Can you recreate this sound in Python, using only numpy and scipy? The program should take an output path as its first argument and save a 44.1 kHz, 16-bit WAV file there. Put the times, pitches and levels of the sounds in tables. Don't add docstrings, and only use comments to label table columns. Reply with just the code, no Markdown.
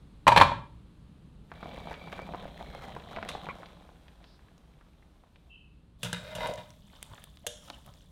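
import sys
import numpy as np
from scipy import signal
from scipy.fft import rfft, irfft
from scipy.io import wavfile
from scipy.ndimage import uniform_filter1d

SR = 44100
rng = np.random.default_rng(int(sys.argv[2]) if len(sys.argv) > 2 else 0)


def bounce(signal):
    frames = np.transpose(np.atleast_2d(signal))
    limited = np.clip(frames, -1, 1)
    pcm = np.round(limited * 32767).astype(np.int16)
    wavfile.write(sys.argv[1], SR, pcm)


N = 357651
TIME = np.arange(N) / SR

# (frequency [Hz], t60 [s])
ROOM_DECAY = [(100, 0.9), (300, .42), (1000, 0.36), (4000, 0.37), (8000, .33), (16000, 0.1)]
# (time [s], stove rumble [dB], room hiss [dB])
BACKGROUND_LEVELS = [(0, -53.5, -65.5), (1.45, -53, -67), (3.5, -59, -63.5), (5.5, -62.5, -71.5),
                     (5.9, -57.5, -71.5), (8.11, -57.5, -78)]
# (frequency [Hz], relative density [dB])
RUMBLE_SPECTRUM = [(12, -40), (20, -10.5), (43, -3.5), (59, 2), (87, -8.5), (167, -3.5), (252, -12.5),
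                   (321, -18.5), (365, -30), (397, -22.5), (600, -30.5), (780, -52), (1320, -120)]
HISS_SPECTRUM = [(180, -21), (300, -8.5), (600, -19.5), (1060, -18.5), (2070, -28), (2600, -26),
                 (4020, -27), (5500, -38.5), (7500, -39), (8940, -36), (16000, -53)]
BOIL_SPECTRUM = [(71, -31.5), (120, -11), (169, 5.5), (253, -9), (420, -14), (546, -7), (725, -5.5),
                 (1440, -25), (2250, -23), (2860, -23.5), (3230, -15.5), (4030, -18), (4740, -43),
                 (13600, -93.5), (15000, -46)]
FIZZ_SPECTRUM = [(3000, -19), (5500, -2.5), (7800, -8.5), (9000, -6.5), (10000, -11.5), (12600, -8.5),
                 (13600, -9), (14500, -12), (16000, -24)]
DRAIN_SPECTRUM = [(240, -39), (400, -14.5), (580, 1.5), (720, -6), (960, -9), (1400, -15.5), (2600, -16),
                  (3500, -5.5), (4100, -13.5), (5000, -18.5), (9000, -18.5), (16000, -21.5)]
RASP_SPECTRUM = [(600, -6.5), (1100, 2), (1800, 9.5), (2250, -1), (3400, 2), (3850, 7), (4400, -6),
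                 (6000, -11.5), (9500, -47), (16000, -36)]
KNOCK_SPECTRUM = [(200, -22), (500, 9), (900, -1), (1500, 5.5), (2300, -6.5), (3500, 10.5), (4400, -4.5),
                  (6200, 1), (7800, -0.5), (10500, 1), (13000, -7.5), (16000, -16)]
CLANK_SPECTRUM = [(35, -46.5), (60, -16), (118, -10), (448, -21), (566, -5.5), (749, -10.5), (924, -0.5),
                  (1250, -17), (2050, -16.5), (2410, -14), (2650, -20.5), (4120, -20), (4970, -32.5),
                  (12400, -39), (16000, -53.5)]

# (time [s], hold [s], start pitch [Hz], end pitch [Hz], level [dB])
STEAM_WHISTLES = [(1.501, .4, 2320, 2290, -61.5), (1.848, 0.382, 2280, 2350, -56),
                  (1.518, 0.74, 4640, 4610, -72), (1.552, 0.44, 3390, 3430, -74),
                  (2.476, .38, 4110, 4140, -70), (2.617, 0.27, 2270, 1970, -61),
                  (2.676, .31, 3360, 3000, -66)]
# (time [s], hold [s], t60 [s], pitch [Hz], width [Hz], level [dB])
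STEAM_HISSES = [(3.001, .5, 0.71, 3510, 1200, -61.5), (3.294, .046, 0.29, 3890, 800, -52.5),
                (4.241, .11, .2, 4410, 1906, -68.5), (5.5, .08, .42, 2980, 330, -61),
                (5.495, .066, .55, 2710, 170, -58)]
# (time [s], gain [dB])
BOIL_LULLS = [(2.0, -5), (2.55, -5), (3.06, -4)]
# (time [s], pitch [Hz], level [dB])
BUBBLE_GULPS = [(3.486, 1070, -36.5), (3.488, 2200, -40.5), (7.44, 643, -48.5), (7.731, 2910, -52.5)]
# (time [s], relative peak [dB], pitch [Hz])
BUBBLE_POPS = [(1.517, -24, 1300), (1.629, -22.5, 1006), (1.658, -25.5, 800), (1.779, -26, 740),
               (1.872, -24.5, 850), (1.914, -22, 980), (1.941, -24.5, 2620), (2.075, -27, 890),
               (2.127, -21, 2040), (2.192, -19.5, 940), (2.290, -26.5, 800), (2.337, -22.5, 850),
               (2.347, -19, 850), (2.455, -24, 643), (2.610, -24.5, 800), (2.965, -22, 850),
               (3.163, -20, 2030), (3.171, -19.5, 920), (3.186, -20.5, 1010), (3.228, -17, 1600),
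               (3.259, -28.5, 650), (3.351, -21, 850), (3.468, -23.5, 1070), (3.488, -20, 1190),
               (3.632, -27, 1110), (3.659, -31.5, 3400), (3.891, -33.5, 850), (4.082, -35.5, 2800),
               (4.242, -34, 3400), (4.393, -42.5, 1600), (4.485, -43.5, 1800), (4.812, -39, 1400),
               (5.025, -44, 1797), (5.237, -43, 900), (5.359, -39, 2600)]
WATER_DROPS = [(6.934, -39.5, 1300), (7.117, -39, 1500), (7.136, -33, 1200), (7.181, -32.5, 1720),
               (7.685, -38, 1115), (7.702, -25.5, 950), (7.878, -38, 1100)]
WIRE_TICKS = [(4.580, -48.5, 5970), (6.500, -39, 6500), (6.538, -31.5, 6700), (6.558, -37, 6000),
              (6.705, -39, 5500), (7.0281, -22.5, 9000), (7.2400, -31, 10000), (7.372, -41, 3700),
              (7.4668, -18.5, 7100), (7.701, -27.5, 3850), (7.863, -40, 11000), (7.939, -44, 5020)]

# (start [s], peak time [s], relative level [dB])
RUNOFFS = [(6.0, 6.05, -54.5), (6.1, 6.45, -54.5), (6.9, 7.15, -59.5), (7.55, 7.68, -59.5),
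           (7.8, 7.88, -67)]
# (time [s], level [dB])
POTATO_TUMBLES = [(7.10, -48), (7.858, -44.5)]
# (frequency [Hz], width [Hz], level [dB])
BASKET_MODES = [(3440, 420, -58.5), (5870, 700, -61), (7400, 1400, -62), (10300, 1500, -64)]
# (start [s], peak time [s], low groan [dB], high groan [dB], rasp [dB])
SCRAPE_STROKES = [(6.043, 6.059, -50, -48, -41.5), (6.125, 6.139, -48, -49, -36),
                  (6.188, 6.457, -34.5, -32, -39), (6.466, 6.497, -30.5, -44, -43.5),
                  (6.57, 6.582, -41, -41, -49)]
# (frequency [Hz], width [Hz], gain [dB])
LOW_GROAN_MODES = [(614.5, 26, 5), (534, 34, -7.5)]
HIGH_GROAN_MODES = [(965, 27, 11), (1062, 40, 2)]
WALL_MODES = [(1460, 150, 5), (2040, 58, 11), (2394, 67, 4), (2780, 100, -4), (3690, 47, 11),
              (4350, 100, -2), (4920, 35, -26), (5500, 57, -26)]
# (time [s], crack gain [dB], favoured pitch [Hz], t60 [s], cutoff [Hz], thud gain [dB])
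STEEL_KNOCKS = [(3.288, -20.5, 2130, 0.056, 3880, -70), (6.0311, -21, 2640, 0.055, 11960, -36),
                (6.0459, -25.5, 2750, 0.11, 5850, -31), (6.1290, -17.5, 1620, 0.03, 8000, -33),
                (6.351, -30.5, 2860, 0.084, 14000, -40.5), (6.471, -31.5, 2400, 0.043, 13900, -49),
                (6.577, -32, 1680, 0.037, 2500, -43.5), (7.4658, -21.5, 3300, 0.04, 14300, -52),
                (7.4677, -20.5, 6500, 0.038, 15200, -66)]
# (frequency [Hz], gain [dB], t60 [s])
STEEL_MODES = [(483, 5, 0.13), (605, 0, 0.17), (1400, -18, 0.75), (1610, -23, 0.076), (2850, 6, 0.091),
               (3000, -12, 0.33), (3400, -25, 0.34), (3640, 0, 0.24), (4870, -16, 0.26), (6060, -16, .25),
               (6632, -19, .16), (7160, -28, 0.19), (8005, -30, .4), (8800, -26, 0.17), (10800, -28, 0.14)]
FULL_POT_MODES = [(111.3, -3, 0.32), (174.8, -1, 0.23)]
POT_GRATE_MODES = [(119, -20, 0.38), (178, -34, .2), (566, -14.5, .09), (646.1, -16.5, 0.11),
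                   (850, -4, 0.021), (947, -5, .08), (982.4, -25.5, 0.42), (1044.4, -6.5, 0.095),
                   (1148, -18.5, .12), (1333.5, -16.5, .1), (1641, -13.5, 0.08), (1770, -16, 0.089),
                   (2390, -10.5, 0.067), (3090, -18, .05), (3240, -20, 0.043), (4265, -16.5, 0.05)]
# (time [s], gain [dB], cutoff [Hz])
POT_CLANKS = [(0.2683, -6, 2146), (0.2763, -7, 9035), (0.2790, -1.5, 8986), (0.3188, -10.5, 2500),
              (0.3220, -13, 6000), (0.3622, -5.5, 6034), (0.3735, -3.5, 8000), (0.377, -5.5, 8000),
              (0.4010, -8.5, 5000), (0.4115, 0.5, 2500), (0.4154, -8, 8997), (0.4220, -12, 4003),
              (0.4330, -16, 5020), (0.4760, -32, 3000), (0.516, -22, 1800)]

BOIL_START_S, BOIL_EASE_S, SIMMER_END_S = 1.45, 3.42, 5.5
ROLLING_DB, SIMMER_DB = -49, -74.5


def from_db(db):
    return np.exp(np.asarray(db) * np.log(10) / 20)


def unit_rms(x):
    return x / np.sqrt(np.mean(x ** 2) + 1e-20)


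def at_hz(points, hz):
    points_hz, values = np.transpose(points)
    return np.interp(np.log(np.maximum(hz, 1)), np.log(points_hz), values)


def add(track, time_s, sound):
    start = max(round(time_s * SR), 0)
    track[start:start + len(sound)] += sound[:N - start]


def band(x, low_hz, high_hz, order=2):
    edges_hz = [max(low_hz, 15), min(high_hz, .48 * SR)]
    return signal.sosfilt(signal.butter(order, edges_hz, "band", fs=SR, output="sos"), x + 1e-18)


def lowpass(x, hz, order=2):
    return signal.sosfilt(signal.butter(order, min(hz, .45 * SR), fs=SR, output="sos"), x + 1e-18)


def resonate(x, hz, width_hz):
    r = np.exp(-np.pi * width_hz / SR)
    feedback = [1, -2 * r * np.cos(2 * np.pi * hz / SR), r * r]
    return signal.lfilter(np.array([1, 0, -1]) * (1 - r * r) / 2, feedback, x + 1e-18)


def colour(x, spectrum, size=4096):
    cepstrum = irfft(np.log(from_db(at_hz(spectrum, np.fft.rfftfreq(size, 1 / SR)))))
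    cepstrum[1:size // 2] *= 2
    cepstrum[size // 2 + 1:] = 0
    impulse = irfft(np.exp(rfft(cepstrum)))
    return unit_rms(signal.oaconvolve(x, impulse)[:len(x)])


def noise(spectrum, size=N):
    return colour(rng.standard_normal(size), spectrum)


def fade(t60_s, length_s=.5):
    return np.exp(-np.minimum(np.log(1000) / t60_s * TIME[:round(length_s * SR)], 40))


def gate(start_s, end_s):
    outside_s = np.maximum(start_s - TIME, 0) + np.maximum(TIME - end_s, 0)
    return 1 / (1 + (outside_s / .01) ** 4)


def swells(rows, swell_db, release_db_per_s):
    envelopes = []
    for start_s, peak_s, db in rows:
        rise_db = np.interp(TIME, [start_s, peak_s], [-swell_db, 0])
        fall_db = np.minimum(release_db_per_s * np.maximum(TIME - peak_s, 0), 200)
        envelopes.append(gate(start_s, TIME[-1]) * from_db(db + rise_db - fall_db))
    return np.max(envelopes, axis=0)


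def ring(modes, spread_db):
    t = TIME[:SR // 2]
    return sum((-1) ** k * from_db(db + spread_db * rng.standard_normal())
               * fade(t60_s) * np.sin(2 * np.pi * hz * t) for k, (hz, db, t60_s) in enumerate(modes))


def clatter(spectrum, t60_s):
    return noise(spectrum, SR // 2) * fade(t60_s)


def grains(per_s, size_db, clump_db, drift_hz=25):
    chance = rng.random(N)
    drift = np.interp(TIME * drift_hz, np.arange(2000), rng.standard_normal(2000))
    onsets = np.flatnonzero(chance < per_s * from_db(clump_db * drift) / SR)
    size, sign = rng.random((2, N))[:, onsets]
    clicks = np.zeros(N)
    clicks[onsets] = from_db(size_db * np.minimum(-np.log(1 - size), 4)) * np.sign(sign - .5)
    return clicks


def rough_tone(hold_s, t60_s, hz, end_hz, width_hz):
    t = TIME[:SR]
    phase = 2 * np.pi * np.cumsum(np.interp(t, [0, hold_s + t60_s / 4], [hz, end_hz])) / SR
    flutter = lowpass(rng.standard_normal((2, 2 * SR)), width_hz / 2, order=3)[:, SR:]
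    tone = unit_rms(flutter[0] * np.cos(phase) + flutter[1] * np.sin(phase))
    return from_db(-60 * np.maximum(t - hold_s, 0) / t60_s) * (1 - fade(hold_s, length_s=1)) * tone


def snaps(rows, cycles, cutoff_hz, scatter_db, scatter_t60_s, size=2000):
    out, t = np.zeros(N), TIME[:size]
    scatter = (fade(scatter_t60_s) * (1 - fade(0.01)))[:size]
    for time_s, db, hz in rows:
        pulse = lowpass(from_db(-60 * t * hz / cycles) * np.sin(2 * np.pi * hz * t), cutoff_hz, order=3)
        bounces = rng.standard_normal(size) * scatter
        pulse += from_db(scatter_db) * signal.fftconvolve(pulse, bounces / np.linalg.norm(bounces))[:size]
        add(out, time_s, from_db(db) * pulse / np.abs(pulse).max())
    return out


def kitchen_echo(x, build_s=0.089):
    edges_hz = np.geomspace(50, 18000, 10)
    white = rng.standard_normal((2, SR // 2))
    tail = sum(band(white[k % 2], low, high) * fade(at_hz(ROOM_DECAY, np.sqrt(low * high)))
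               for k, (low, high) in enumerate(zip(edges_hz, edges_hz[1:])))
    tail *= (1 - fade(build_s)) ** 2
    return signal.oaconvolve(x, tail / np.sqrt(np.sum(tail ** 2)))[:N]


def stove():
    times_s, rumble_db, hiss_db = np.transpose(BACKGROUND_LEVELS)
    steady = from_db(np.interp(TIME, times_s, rumble_db))
    boil_shake = from_db(ROLLING_DB - 3 + vigour_db() + lull_db())
    scrape_shake = from_db(-9) * stroke_gains()[0]
    power = steady ** 2 + boil_shake ** 2 + scrape_shake ** 2
    for time_s, db, _ in POT_CLANKS:
        add(power, time_s, (from_db(db - 35.5) * fade(t60_s=.7, length_s=1)) ** 2)
    rumble = np.sqrt(power) * noise(RUMBLE_SPECTRUM)
    drone = from_db(-62) * unit_rms(band(rng.standard_normal(N), low_hz=33.5, high_hz=72.5))
    hiss = from_db(np.interp(TIME, times_s, hiss_db)) * noise(HISS_SPECTRUM)
    return rumble + drone + hiss


def steam(whistle_t60_s=0.282, hiss_sag=0.025):
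    out = np.zeros(N)
    for time_s, hold_s, hz, end_hz, db in STEAM_WHISTLES:
        add(out, time_s, from_db(db) * rough_tone(hold_s, whistle_t60_s, hz, end_hz, width_hz=0.054 * hz))
    for time_s, hold_s, t60_s, hz, width_hz, db in STEAM_HISSES:
        add(out, time_s, from_db(db) * rough_tone(hold_s, t60_s, hz, hz * (1 - hiss_sag), width_hz))
    return out


def crackle(spectrum, per_s, size_db, hiss_db, count=6):
    clicks, group = grains(per_s, size_db, clump_db=6), rng.integers(0, count, N)
    bursts = sum(band(clicks * (group == k), hz / 2, hz * 2, order=1)
                 for k, hz in enumerate(np.geomspace(250, 12000, count)))
    return unit_rms(colour(bursts, spectrum) + from_db(hiss_db) * noise(spectrum))


def bubbles(per_s, cycles, low_hz, high_hz, db_per_octave, count=16):
    clicks, group = grains(per_s, size_db=3.5, clump_db=5.5), rng.integers(0, count, N)
    out = np.zeros(N)
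    for k, hz in enumerate(np.geomspace(low_hz, high_hz, count)):
        width_hz = np.log(1000) / np.pi * hz / cycles
        out += from_db(db_per_octave * np.log2(hz / low_hz)) * resonate(clicks * (group == k), hz, width_hz)
    return unit_rms(out)


def draining():
    sizzle = crackle(DRAIN_SPECTRUM, per_s=2800, size_db=-0.5, hiss_db=-6.5)
    drops = bubbles(per_s=500, cycles=22, low_hz=900, high_hz=12000, db_per_octave=-2.5)
    trickle = from_db(-68) * gate(start_s=6.03, end_s=8.6)
    flow = np.hypot(swells(RUNOFFS, swell_db=12.5, release_db_per_s=70), trickle)
    return flow * (from_db(-2) * sizzle + from_db(-1) * colour(drops, DRAIN_SPECTRUM))


def gulps(hold_s=0.013, t60_s=0.078):
    out = np.zeros(N)
    for time_s, hz, db in BUBBLE_GULPS:
        add(out, time_s, from_db(db) * rough_tone(hold_s, t60_s, hz, hz, width_hz=0.16 * hz))
    return out


def vigour_db(swell_s=.27, settle_s=0.61):
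    rise = np.clip((TIME - BOIL_START_S) / swell_s, 0, 1)
    settle = np.exp(-np.maximum(TIME - BOIL_EASE_S, 0) / settle_s)
    return (ROLLING_DB - SIMMER_DB) * (1 - (1 - rise) ** 2) * settle + SIMMER_DB - ROLLING_DB


def lull_db(half_width_s=0.053):
    return sum(db * np.exp(-((TIME - time_s) / half_width_s) ** 2) for time_s, db in BOIL_LULLS)


def lesser_pops(count=44, spread_db=2, low_hz=623, octaves=2.32):
    jitter, size, pitch = rng.random((count, 3)).T
    times_s = BOIL_START_S + (SIMMER_END_S - BOIL_START_S) * (np.arange(count) + jitter) / count
    db = -32.5 + np.interp(times_s, TIME, vigour_db() + lull_db()) + spread_db * (2 * size - 1)
    return list(zip(times_s, db, low_hz * 2 ** (octaves * pitch ** 2)))


def boiling():
    active, boil_db = gate(BOIL_START_S, SIMMER_END_S), vigour_db()
    bubble_gain = active * from_db(ROLLING_DB + boil_db + lull_db())
    foam_gain = active * from_db(-75.5 + 0.4 * boil_db)
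    bed = from_db(-2) * crackle(BOIL_SPECTRUM, per_s=900, size_db=4.5, hiss_db=-5)
    plops = from_db(-3.5) * bubbles(per_s=220, cycles=16, low_hz=430, high_hz=2400, db_per_octave=-5)
    fizz = colour(grains(per_s=12000, size_db=2, clump_db=2), FIZZ_SPECTRUM)
    rows = BUBBLE_POPS + lesser_pops() + WATER_DROPS
    pops = snaps(rows, cycles=3.66, cutoff_hz=4640, scatter_db=-1.5, scatter_t60_s=0.035)
    hollow = from_db(-6.5) * resonate(pops, hz=685, width_hz=73)
    return bubble_gain * (bed + plops) + foam_gain * fizz + from_db(-4.5) * pops + hollow


def basket(shiver_s=7.472, sag=0.11):
    out = np.zeros(N)
    for hz, width_hz, db in BASKET_MODES:
        shiver = rough_tone(hold_s=.035, t60_s=0.95, hz=hz, end_hz=hz * (1 - sag), width_hz=width_hz)
        add(out, shiver_s, from_db(db) * shiver)
    for time_s, db in POTATO_TUMBLES:
        bump = rough_tone(hold_s=0.034, t60_s=.12, hz=110.4, end_hz=110.4, width_hz=67)
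        squish = rough_tone(hold_s=0.034, t60_s=.12, hz=950, end_hz=950, width_hz=800)
        add(out, time_s, from_db(db) * (bump + from_db(-14) * squish))
    return out


def wire_ticks(wire_hz=3300, wire_db=-7.5):
    rows = WIRE_TICKS + [(time_s, db + wire_db, wire_hz) for time_s, db, _ in WIRE_TICKS]
    return snaps(rows, cycles=7, cutoff_hz=16200, scatter_db=-5, scatter_t60_s=0.011)


def stroke_gains():
    starts_s, peaks_s, *levels_db = np.transpose(SCRAPE_STROKES)
    return [swells(zip(starts_s, peaks_s, db), swell_db, release_db_per_s=292)
            for db, swell_db in zip(levels_db, (20.5, 48, 20.5))]


def skimmer_scrape():
    low_gain, high_gain, rasp_gain = stroke_gains()
    slips = grains(per_s=1500, size_db=3.5, clump_db=2.5)

    def excite(modes):
        return unit_rms(sum(from_db(db) * resonate(slips, hz, width_hz) for hz, width_hz, db in modes))

    def groan(modes):
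        main_hz = modes[0][0]
        tone = band(excite(modes), main_hz / 1.57, main_hz * 1.17)
        power = uniform_filter1d(tone ** 2, size=1500)
        return tone / np.sqrt(power + 1e-6)

    wall = from_db(-3.5) * excite(WALL_MODES) + from_db(-4) * colour(slips, RASP_SPECTRUM)
    bottom = low_gain * groan(LOW_GROAN_MODES) + high_gain * groan(HIGH_GROAN_MODES)
    return from_db(-2) * bottom + rasp_gain * wall


def steel_knocks():
    out = np.zeros(N)
    for time_s, db, hz, t60_s, cutoff_hz, thud_db in STEEL_KNOCKS:
        crack = clatter(KNOCK_SPECTRUM, t60_s)
        favoured = from_db(8) * resonate(crack, hz, width_hz=260)
        ringing = from_db(-20) * ring(STEEL_MODES, spread_db=3)
        add(out, time_s, from_db(db - 8.5) * lowpass(crack + favoured + ringing, cutoff_hz, order=1))
        add(out, time_s, from_db(thud_db) * ring(FULL_POT_MODES, spread_db=1))
    return out


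def pot_on_grate():
    out = np.zeros(N)
    for time_s, db, cutoff_hz in POT_CLANKS:
        modes = from_db(-6) * ring(POT_GRATE_MODES, spread_db=2)
        shell = from_db(-5.5) * clatter(CLANK_SPECTRUM, t60_s=.055)
        add(out, time_s, from_db(db) * lowpass(modes + shell, cutoff_hz, order=1))
    return out


def scene():
    pot, water = pot_on_grate(), boiling() + draining()
    steel, ticks = steel_knocks() + skimmer_scrape(), wire_ticks()
    echo = kitchen_echo(from_db(-13) * pot + from_db(-12) * (water + steel) + from_db(-18) * ticks)
    return (pot + water + steel + ticks + steam() + gulps() + basket() + echo + stove())[None]


def record(dry):
    return signal.sosfilt(signal.ellip(10, .1, 80, 16300, fs=SR, output="sos"), np.clip(dry, -1, 1))


dry = scene()
out = record(dry)
bounce(out)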